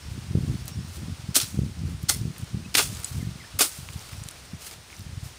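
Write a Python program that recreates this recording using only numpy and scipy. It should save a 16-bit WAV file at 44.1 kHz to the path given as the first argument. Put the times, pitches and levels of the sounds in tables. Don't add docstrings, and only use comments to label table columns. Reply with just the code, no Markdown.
import sys
import numpy as np
from scipy import signal
from scipy.fft import rfft, irfft
from scipy.io import wavfile
from scipy.ndimage import uniform_filter1d

SR = 44100
rng = np.random.default_rng(int(sys.argv[2]) if len(sys.argv) > 2 else 0)


def natural_amplitude(level_db):
    exponent = np.asarray(level_db, float) / 20
    return 10 ** exponent


def pcm_store(signal):
    levels = np.round(np.clip(np.atleast_2d(signal), -1, 1) * 32767)
    wavfile.write(sys.argv[1], SR, levels.astype(np.int16).T)


N = 237431
TIME = np.arange(N) / SR


def unit(x):
    return x / np.sqrt(np.mean(x ** 2))


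def colour(x, points):
    hz, db = np.transpose(points)
    f = np.fft.rfftfreq(len(x), 1 / SR) + 1
    gain = natural_amplitude(np.interp(np.log(f), np.log(hz), db))
    return irfft(rfft(x) * gain, len(x))


def tilted(x, tilt_db, pivot_hz=5000):
    return colour(x, [(pivot_hz / 16, -4 * tilt_db), (pivot_hz * 4, 2 * tilt_db)])


def walk(rate_hz):
    hold = int(SR / rate_hz)
    steps = np.repeat(rng.standard_normal(N // hold + 1), hold)
    smooth = uniform_filter1d(uniform_filter1d(steps, hold), hold)
    return unit(smooth[:N])


def add(out, start_s, sound):
    i = max(int(start_s * SR), 0)
    out[i:i + len(sound)] += sound[:N - i]


# pitch_hz,
# level_db (per Hz)
LEAF_COLOUR = [(150, -41), (260, -15.5), (750, -9), (980, -9.5), (1380, -3.5), (1720, -9.5), (2600, -5),
               (3000, -6), (4500, -4.5), (7400, -7), (9300, -6), (11800, -14.5), (14800, -14),
               (15500, -13.5)]


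def crackle(scatter_db, clump_db):
    uneven_db = scatter_db * np.minimum(rng.exponential(size=N), 5)
    size = natural_amplitude(uneven_db + clump_db * walk(600))
    return unit(colour(size * rng.standard_normal(N), LEAF_COLOUR))


# start_s, entry_db, settle_delay_s, settle_db, leafiness_db_per_octave
STROKES = [
    (1.343, -23, 0.1, -40.5, 0.7),
    (2.084, -26, 0.095, -49.5, 0.7),
    (2.741, -23, 0.15, -41.5, 0.1),
    (3.588, -28, 0.1, -40.5, 0),
]
# start_s, level_db, t60_ms, stem_hz
BITES = [(1.354, -14, 84, 6000), (1.362, -7.5, 85, 8900), (1.362, -22.5, 105, 1730),
         (1.378, -30.5, 290, 9400), (1.399, -22.5, 130, 4300), (1.412, -26, 200, 4500),
         (2.0905, -15, 50, 7800), (2.0935, -13, 45, 7400), (2.0972, -9.5, 14, 5000), (2.1, -32, 120, 1200),
         (2.104, -22, 200, 9300), (2.7505, -11.5, 40, 3480), (2.766, -16.5, 300, 9000),
         (2.771, -16.5, 54, 2200), (2.7565, -18, 22, 4000), (2.7805, -10, 48, 4500),
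         (2.788, -17.5, 150, 2540), (2.80, -27, 380, 7000), (3.588, -17.5, 190, 11500),
         (3.591, -21.5, 170, 2970), (3.612, -25, 145, 392), (3.607, -11.5, 80, 5000),
         (3.6085, -12.5, 170, 9000), (3.622, -19.5, 110, 4800), (3.635, -27, 310, 9000),
         (3.644, -24, 68, 4000)]


def contacts():
    entries = [(s, db, 314, 5000) for s, db, *_ in STROKES]
    settling = [(s + delay, db, 980, 7000) for s, _, delay, db, _ in STROKES]
    return entries + list(BITES) + settling


# pitch_hz, width_hz, level_db
FIRST_PLANT = [(1390, 88, -15), (2300, 27, -16), (3200, 51, -5), (4000, 26, -6), (5590, 43, -5),
               (6400, 75, -8)]
SECOND_PLANT = [(1400, 55, -11), (2070, 110, 5), (3360, 30, 3), (4340, 60, 4), (5360, 83, 9),
                (6360, 70, -5)]
THIRD_PLANT = [(1150, 33, -17), (2585, 31, -5), (3480, 150, 1), (4720, 48, -4), (5430, 170, -7),
               (6400, 48, -7)]
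FOURTH_PLANT = [(427, 28, -23), (2600, 71, -7), (4500, 29, -24), (4800, 31, -9), (5700, 120, -22),
                (6400, 25, -12)]


def slashes():
    out, t = np.zeros(N), TIME[:SR // 2]
    plants = (FIRST_PLANT, SECOND_PLANT, THIRD_PLANT, FOURTH_PLANT)
    tear = crackle(scatter_db=2.5, clump_db=2.0)
    grid_hz = 250 * 2 ** np.arange(0, 6.2, 0.04)
    for k, (s, db, t60_ms, stem_hz) in enumerate(contacts()):
        stroke = np.searchsorted((2, 2.5, 3.3), s)
        rise_ms = 1.3 + (t60_ms / 180) ** 2
        fade = natural_amplitude(-60000 * t / t60_ms) * (1 - 2 * t)
        shape = np.minimum(1000 * t / rise_ms, 1) * fade

        tilt_db = max(4 * np.log2(stem_hz / 4000) + STROKES[stroke][-1], -7)
        octaves_off = np.log2(grid_hz / stem_hz)
        stem_db = 3.0 * np.exp(-(octaves_off / 0.32) ** 2)
        wood_db = 0
        for hz, width_hz, level_db in plants[stroke]:
            distance = (grid_hz - hz) / (0.4 * width_hz + 40)
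            wood_db = wood_db + (7 + 0.5 * level_db) / (1 + distance ** 2)
        body_db = tilt_db * octaves_off + stem_db + wood_db

        fibres = np.roll(tear, -7919 * k)[:len(t)]
        add(out, s, natural_amplitude(db) * shape * unit(colour(fibres, np.c_[grid_hz, body_db])))
    return out


# start_s, pitch_hz, peak_db, t60_ms
KNOCKS = [(1.364, 280, -21, 45), (1.364, 736, -20, 27), (1.364, 1390, -27, 40), (0.98, 343, -35, 36),
          (2.096, 795, -26.5, 33), (2.094, 1400, -19, 29), (2.096, 2090, -24.5, 44),
          (2.751, 290, -23.5, 48), (2.751, 1990, -18, 47), (2.79, 405, -23.5, 72), (2.793, 1430, -23, 50),
          (3.607, 267, -25.5, 60), (3.606, 436, -22, 66), (3.607, 740, -17, 28), (3.606, 1180, -21.5, 39)]


def knocks():
    out, t = np.zeros(N), TIME[:3000]
    push = np.minimum(t / 0.0013, 1)
    for s, hz, db, t60_ms in KNOCKS:
        add(out, s, natural_amplitude(db - 60000 * t / t60_ms) * np.sin(2 * np.pi * hz * t) * push)
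    return out


def debris():
    out, t = np.zeros(N), TIME[:200]
    for s in (1.38, 2.11, 2.81, 2.93, 3.64):
        for late, size, pitch in rng.random((45, 3)):
            hz = 2500 * 2 ** (2.3 * pitch)
            db = -36 - 16 * late - 10 * size
            tick = natural_amplitude(db - 60 * t / 0.003) * np.sin(2 * np.pi * hz * t)
            add(out, s + 0.57 * late ** 1.1, tick)
    return out


# start_s, peak_db, low_hz, high_hz
SNAPS = [(.128, -45, 10000, 15000), (.656, -33, 7000, 14100), (.680, -15.5, 5000, 15900),
         (.688, -36, 4000, 12000), (.967, -37, 4000, 15000), (1.792, -34, 4300, 6200),
         (2.030, -33, 7000, 16000), (2.167, -38, 2500, 10000), (2.382, -24.5, 4940, 15000),
         (2.424, -40, 2500, 2930), (2.97, -26, 2000, 7500), (3.002, -31.5, 8500, 10500),
         (3.086, -42, 4000, 14000), (3.67, -34, 7500, 10500), (3.776, -30.5, 5000, 16000),
         (3.888, -26, 885, 3360), (3.933, -30, 3000, 9000), (3.993, -33, 5000, 7000),
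         (4.133, -32.5, 1100, 3000), (4.2374, -25, 5960, 10000), (4.287, -19.5, 3200, 10600),
         (4.311, -29, 7400, 10900), (4.712, -26.5, 1000, 8000), (4.902, -39, 1000, 2600),
         (4.928, -36, 1810, 2920), (4.984, -42, 9000, 16000), (4.994, -28, 5000, 16000),
         (5.007, -35, 4300, 5700),
         (0.548, -38.5, 3420, 4600), (0.685, -30.5, 5000, 8000), (1.207, -42, 3000, 4500),
         (1.896, -40, 5000, 12000), (2.087, -22, 3000, 10000), (2.213, -36, 3500, 6000),
         (2.298, -47, 2600, 3170), (2.364, -35, 1100, 3000), (2.393, -38, 8000, 9500),
         (2.444, -35, 3000, 9000), (2.928, -35, 6300, 9600), (2.993, -35, 12000, 15000),
         (3.517, -45, 3300, 4200), (3.608, -10, 300, 10000), (3.679, -27, 4000, 8000),
         (3.692, -36, 6000, 10000), (3.722, -33, 1980, 5000), (3.747, -36, 4000, 8000),
         (4.18, -38, 7500, 9500), (4.281, -39, 7000, 10000), (4.455, -42, 8000, 9000),
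         (4.738, -37, 2000, 6000), (4.94, -42, 1700, 2400), (4.966, -35, 4000, 7000),
         (4.985, -39.5, 3200, 4000), (1.3567, -10, 3000, 9000), (1.3657, -8, 4000, 10000),
         (1.401, -16, 2000, 6000), (1.416, -21, 2500, 8000), (2.093, -10, 5000, 10000),
         (2.0978, -7, 3500, 6500), (2.7515, -8, 1500, 6000), (2.7835, -8, 2000, 6000),
         (2.792, -15, 2000, 5000), (2.7985, -15.5, 800, 2500), (2.845, -24, 4000, 10000),
         (2.875, -32, 7000, 10000), (3.03, -37, 9400, 11500), (3.103, -37, 5000, 9500),
         (3.179, -41, 7500, 10000), (3.6165, -9, 4000, 10000), (3.624, -15, 3500, 6000)]


def snaps():
    out, t = np.zeros(N), TIME[:1800]
    events = SNAPS
    spray_fade = natural_amplitude(-60000 * t / 14.4)
    for (s, db, low_hz, high_hz), noise in zip(events, rng.standard_normal((len(events), len(t)))):
        burst = 0.22 * noise * spray_fade + (t == 0)
        stalk = signal.butter(2, [low_hz, high_hz], "band", fs=SR, output="sos")
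        click = signal.sosfilt(stalk, burst)
        add(out, s, natural_amplitude(db) * click / np.abs(click).max())
    return out


# start_s, level_db, tilt_db_per_octave
PINGS = [
    (2.948, -26, -45),
    (3.0445, -17, .1),
]
# pitch_hz, level_db, t60_s
BLADE = [(4110, -16.5, .028), (4980, -20, 0.074), (6860, -7, 0.024), (7800, -6, 0.034), (8840, 0, 0.016),
         (9600, -9, 0.022)]


def blade():
    out, t = np.zeros(N), TIME[:3000]
    for s, db, tilt_db in PINGS:
        ring = np.zeros(len(t))
        for hz, tone_db, t60 in BLADE:
            bright_db = tilt_db * max(np.log2(hz / 6800), 0)
            ring += natural_amplitude(tone_db + bright_db - 60 * t / t60) * np.sin(2 * np.pi * hz * t)
        add(out, s, natural_amplitude(db) * ring * np.minimum(t / 0.00039, 1))
    return out


# middle_s, level_db, half_length_s, tilt_db_per_octave
BRUSHES = [(.15, -54.5, .45, -2), (.51, -49.5, 0.16, -1), (0.69, -44.5, 0.034, 0), (0.945, -47, 0.1, 2),
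           (1.3, -54, 1, -2.5), (1.9, -50.5, 0.07, -1), (2.035, -46, 0.023, 1.5), (2.38, -49.5, .03, -3),
           (2.404, -50, 0.063, 1.5), (2.485, -55, .04, -2), (2.5, -62, 0.26, -8), (2.983, -45.5, 0.31, -1),
           (3.076, -41, 0.072, 3.5), (3.17, -47, 0.13, 3.5), (3.497, -54.5, 0.62, -3),
           (3.788, -45, 0.074, 2), (3.98, -45.5, 0.2, 0.5), (4.15, -45.5, 0.088, .5),
           (4.306, -49, 0.16, -1), (4.48, -57, .25, -1), (4.632, -42, 0.043, 1.5), (4.675, -40, 0.054, 2.5),
           (4.718, -44, 0.06, 0), (4.885, -59, 0.027, 0), (4.935, -49.5, 0.049, -1), (4.99, -53, .08, 2),
           (5.271, -47, 0.059, 1.5)]


def rustle():
    total, leaning = 0, 0
    for s, db, half_s, tilt_db in BRUSHES:
        power = natural_amplitude(db - 15 * ((TIME - s) / half_s) ** 2) ** 2 + 1e-12
        total = total + power
        leaning = leaning + power * tilt_db
    grass = crackle(scatter_db=3.3, clump_db=1.3)
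    bright = np.clip(0.5 + leaning / total / 8, 0, 1)
    mix = bright * unit(tilted(grass, 4)) + (1 - bright) * unit(tilted(grass, -4))
    return np.sqrt(total) * natural_amplitude(1.6 * walk(90)) * mix


# peak_s, peak_db, rise_s, fall_s
GUSTS = [(.12, -34.5, 0.24, 0.34), (.27, -33.5, 0.25, .1), (.36, -20, 0.069, 0.071),
         (.43, -24, 0.045, 0.046), (.5, -22.5, 0.045, 0.2), (.79, -31, 0.17, 0.13), (1.12, -25, 0.21, 0.03),
         (1.3, -32, 0.18, 0.047), (1.44, -30, 0.088, 0.064), (1.611, -12.5, 0.071, 0.056),
         (1.725, -33, 0.017, .04), (1.84, -20.5, 0.061, 0.17), (2.04, -38, .05, 0.041),
         (2.25, -20.5, 0.13, 0.057), (2.31, -25, 0.11, 0.017), (2.43, -26.5, 0.07, 0.021),
         (2.55, -27, 0.042, 0.077), (2.7, -36, 0.34, 0.53), (2.91, -26.5, 0.092, 0.12),
         (3.18, -24.5, 0.076, 0.034), (3.27, -27, 0.11, 0.13), (3.43, -36, .1, 0.037),
         (3.55, -28.5, 0.021, .035), (3.79, -35, 0.0099, 0.22), (3.99, -42, 0.27, 0.078),
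         (4.12, -36, 0.024, 0.22), (4.54, -29, 0.014, .025), (4.79, -41.5, .13, 0.03),
         (5.08, -33.5, 0.16, 0.17), (5.27, -36, 0.069, 0.0087)]


def gusting():
    power = natural_amplitude(-74) ** 2
    for s, db, rise_s, fall_s in GUSTS:
        away = np.maximum((s - TIME) / rise_s, (TIME - s) / fall_s)
        power = power + natural_amplitude(db - 15 * away) ** 2
    return 10 * np.log10(power)


def eddy(hz):
    u = 3.6 * hz * np.arange(-1500, 1500) / SR * 2 / np.pi
    return (3 * u ** 2 - 1) / (1 + u ** 2) ** 3


def eddy_stream(gust_db):
    eddies = np.zeros(N)
    when, size, span, sign = rng.random((1600, 4)).T
    for t, g, h, up in zip(when * TIME[-1], size, span, sign):
        hz = 66 * 2 ** (1.08 * h + (gust_db[int(t * SR)] + 49.0) / 40)
        level = natural_amplitude(-2.2 * np.log(g + 1e-9))
        add(eddies, t, eddy(hz) * level * (1 if up > 0.4 else -1))
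    buffet = colour(rng.standard_normal(N), [(40, -40), (70, 2.0), (95, -1.0), (130, -6.0),
                                             (220, -20.5), (450, -26), (700, -78)])
    return unit(unit(eddies) + 0.74 * unit(buffet))


# middle_s, peak_db, pitch_hz
DIPS = [(0.0647, -27, 55.4), (0.311, -19.5, 130), (0.3536, -7.5, 136), (0.3746, -12.5, 114),
        (0.4092, -20, 150), (0.4989, -14, 105), (0.6553, -26.5, 103), (0.7592, -27.0, 150),
        (0.7896, -22.0, 141), (0.8493, -27.5, 147), (0.984, -31.5, 91), (1.0326, -26.5, 192),
        (1.0598, -29, 121), (1.084, -24, 192), (1.1247, -22, 103), (1.2916, -19.5, 146),
        (1.545, -23.5, 197), (1.5913, -10, 143), (1.6187, -14.5, 109), (1.6482, -22.0, 134),
        (1.7928, -26, 129), (1.818, -22.5, 135), (1.8722, -21, 85.4), (1.9088, -25.5, 115),
        (1.9316, -25.5, 146), (1.95, -23, 102), (2.0384, -19, 130), (2.1651, -23.5, 145),
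        (2.2152, -18, 123), (2.2339, -26, 134), (2.3047, -24.5, 152), (2.4341, -21, 118),
        (2.6265, -30, 127), (2.6627, -29, 190), (2.8258, -34, 147), (2.8464, -28.5, 119), (2.863, -30, 99),
        (2.9001, -26, 126.2), (2.9285, -26.5, 175), (2.9494, -29, 74), (3.117, -24.5, 99),
        (3.153, -23, 113), (3.1821, -19.5, 116), (3.251, -25, 134), (3.358, -30.0, 158),
        (3.7897, -29.5, 143), (3.9614, -23, 122), (4.1314, -28, 98), (4.1847, -28, 89), (4.261, -29.5, 122),
        (4.536, -23.5, 155), (5.096, -30, 107),
        (0.1794, -27, 230), (.188, -25, 120), (.288, -27, 110), (.386, -17, 190), (0.4472, -23, 210),
           (.487, -24.5, 220), (.543, -23.5, 230), (.623, -26, 95), (1.576, -19, 151), (1.635, -17.5, 171),
           (1.664, -22, 170), (1.717, -29, 95), (1.837, -21.5, 159), (2.4, -30, 156), (2.534, -28, 125),
           (2.603, -31.5, 230), (3.169, -23, 131), (4.548, -31, 107), (5.018, -32, 110)]
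# middle_s, peak_db, pitch_hz
SURGES = [(0.086, -27.5, 125), (0.1182, -24, 97), (0.4361, -17, 127), (0.48, -18.5, 136), (0.555, -20, 136),
          (0.7196, -29.0, 130), (0.8091, -26.0, 138), (0.832, -31.0, 131), (1.198, -29, 121),
          (1.2427, -27.0, 116), (1.3119, -28, 140), (1.5726, -28, 57), (1.8534, -18.0, 99),
          (2.1919, -27.5, 158), (2.2547, -17, 151), (2.2804, -21.0, 134), (2.5466, -16.5, 134),
          (2.5723, -21.5, 158), (2.97, -30, 97), (2.9986, -27.5, 100), (3.2292, -21, 182),
          (3.273, -19, 127), (3.291, -23.5, 134), (3.3173, -28, 129), (3.5544, -30.5, 106),
          (3.8316, -30, 107), (3.9032, -29.5, 108), (4.219, -27, 117), (5.0668, -28, 125),
          (5.1326, -27, 94), (5.1772, -22.5, 107), (5.2325, -24.0, 107), (5.2629, -27.5, 103)]


def strong_eddies():
    strong, swept = np.zeros(N), np.zeros(N)
    dips = [(*row, 1) for row in DIPS]
    surges = [(*row, -1) for row in SURGES]
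    for s, peak_db, hz, up in dips + surges:
        tip = 0.45 * np.clip((peak_db + 21) / 14, 0, 1)
        core = (1 - tip) * eddy(0.95 * hz) + tip * eddy(2.1 * hz)
        rebound = natural_amplitude(-6.5) * np.roll(eddy(hz), int(SR / hz / 2))
        add(strong, s - 1500 / SR, up * natural_amplitude(peak_db) * (core - rebound))
        add(swept, s - 500 / SR, np.hanning(1000))
    return strong, np.minimum(swept, 1)


def wind():
    gust_db = gusting()
    stream = eddy_stream(gust_db)
    strong, swept = strong_eddies()
    stream_db = np.minimum(gust_db - 5, -30) + 2.5 * walk(28)
    out = strong + stream * natural_amplitude(stream_db) * (1 - 0.8 * swept)
    return signal.sosfiltfilt(signal.butter(2, 55, "high", fs=SR, output="sos"), out)


# start_s, length_s, start_hz, end_hz, level_db
BIRDS = [(0, 0.091, 5250, 5650, -56), (.53, 0.092, 4250, 4700, -56), (0.544, 0.12, 5100, 5700, -58),
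         (0.713, 0.046, 5400, 5680, -50), (0.764, 0.13, 4850, 5950, -58), (1.24, .04, 4300, 4600, -56),
         (1.284, 0.055, 4850, 5650, -56), (2.645, 0.022, 2610, 2540, -48.5),
         (3.202, 0.022, 2215, 1950, -47), (3.222, 0.029, 1754, 1780, -53), (3.401, 0.025, 2250, 1760, -46),
         (3.438, .016, 1720, 1790, -46), (3.41, 0.11, 5080, 5450, -55), (4.032, 0.12, 4260, 5360, -55),
         (4.16, 0.07, 5400, 5900, -54), (4.479, 0.11, 5200, 5950, -59)]


def birds():
    out, waver_hz = np.zeros(N), 22 * walk(90)
    for s, length_s, from_hz, to_hz, db in BIRDS:
        u = np.arange(int(length_s * SR)) / (length_s * SR)
        hz = from_hz + (to_hz - from_hz) * u + waver_hz[:len(u)]
        whistle = np.sin(2 * np.pi * np.cumsum(hz) / SR)
        add(out, s, natural_amplitude(db) * np.sin(np.pi * u) ** 0.33 * whistle)
    out = out * natural_amplitude(2 * walk(200))
    return out + 0.25 * np.roll(out, 310) + 0.25 * np.roll(out, 730)


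# pitch_hz, level_db (per Hz)
PALM_COLOUR = [(18, -16), (30, -35), (59, -1), (92, -7), (120, -8.5), (213, -17.5), (368, -19.5),
               (1860, -20.5), (5280, -21), (7610, -26), (8900, -23.5), (11600, -36), (15400, -35)]


def palms():
    hiss = colour(rng.standard_normal(N), PALM_COLOUR)
    low = signal.sosfiltfilt(signal.butter(2, 400, fs=SR, output="sos"), hiss)
    high = hiss - low
    scale = natural_amplitude(-49.5) / np.std(high)
    return scale * (natural_amplitude(-0.5 + 1.54 * walk(8.4)) * low + natural_amplitude(0.55 * walk(2.18)) * high)


def scene():
    near = slashes() + knocks() + debris() + snaps() + blade()
    echo = 0.069 * np.roll(near, int(0.0033 * SR))
    return (near + echo + rustle() + wind() + birds() + palms())[None]


def top_cut(x):
    return signal.sosfilt(signal.butter(12, 16660, fs=SR, output="sos"), x)


def record(dry):
    x = 0.75 * np.tanh(dry[0] / 0.75)
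    x = colour(x, [(20, 0), (15580, 0), (15750, -32), (16600, -40), (16700, -70)])
    return top_cut(x[None])


dry = scene()
out = record(dry)
pcm_store(out)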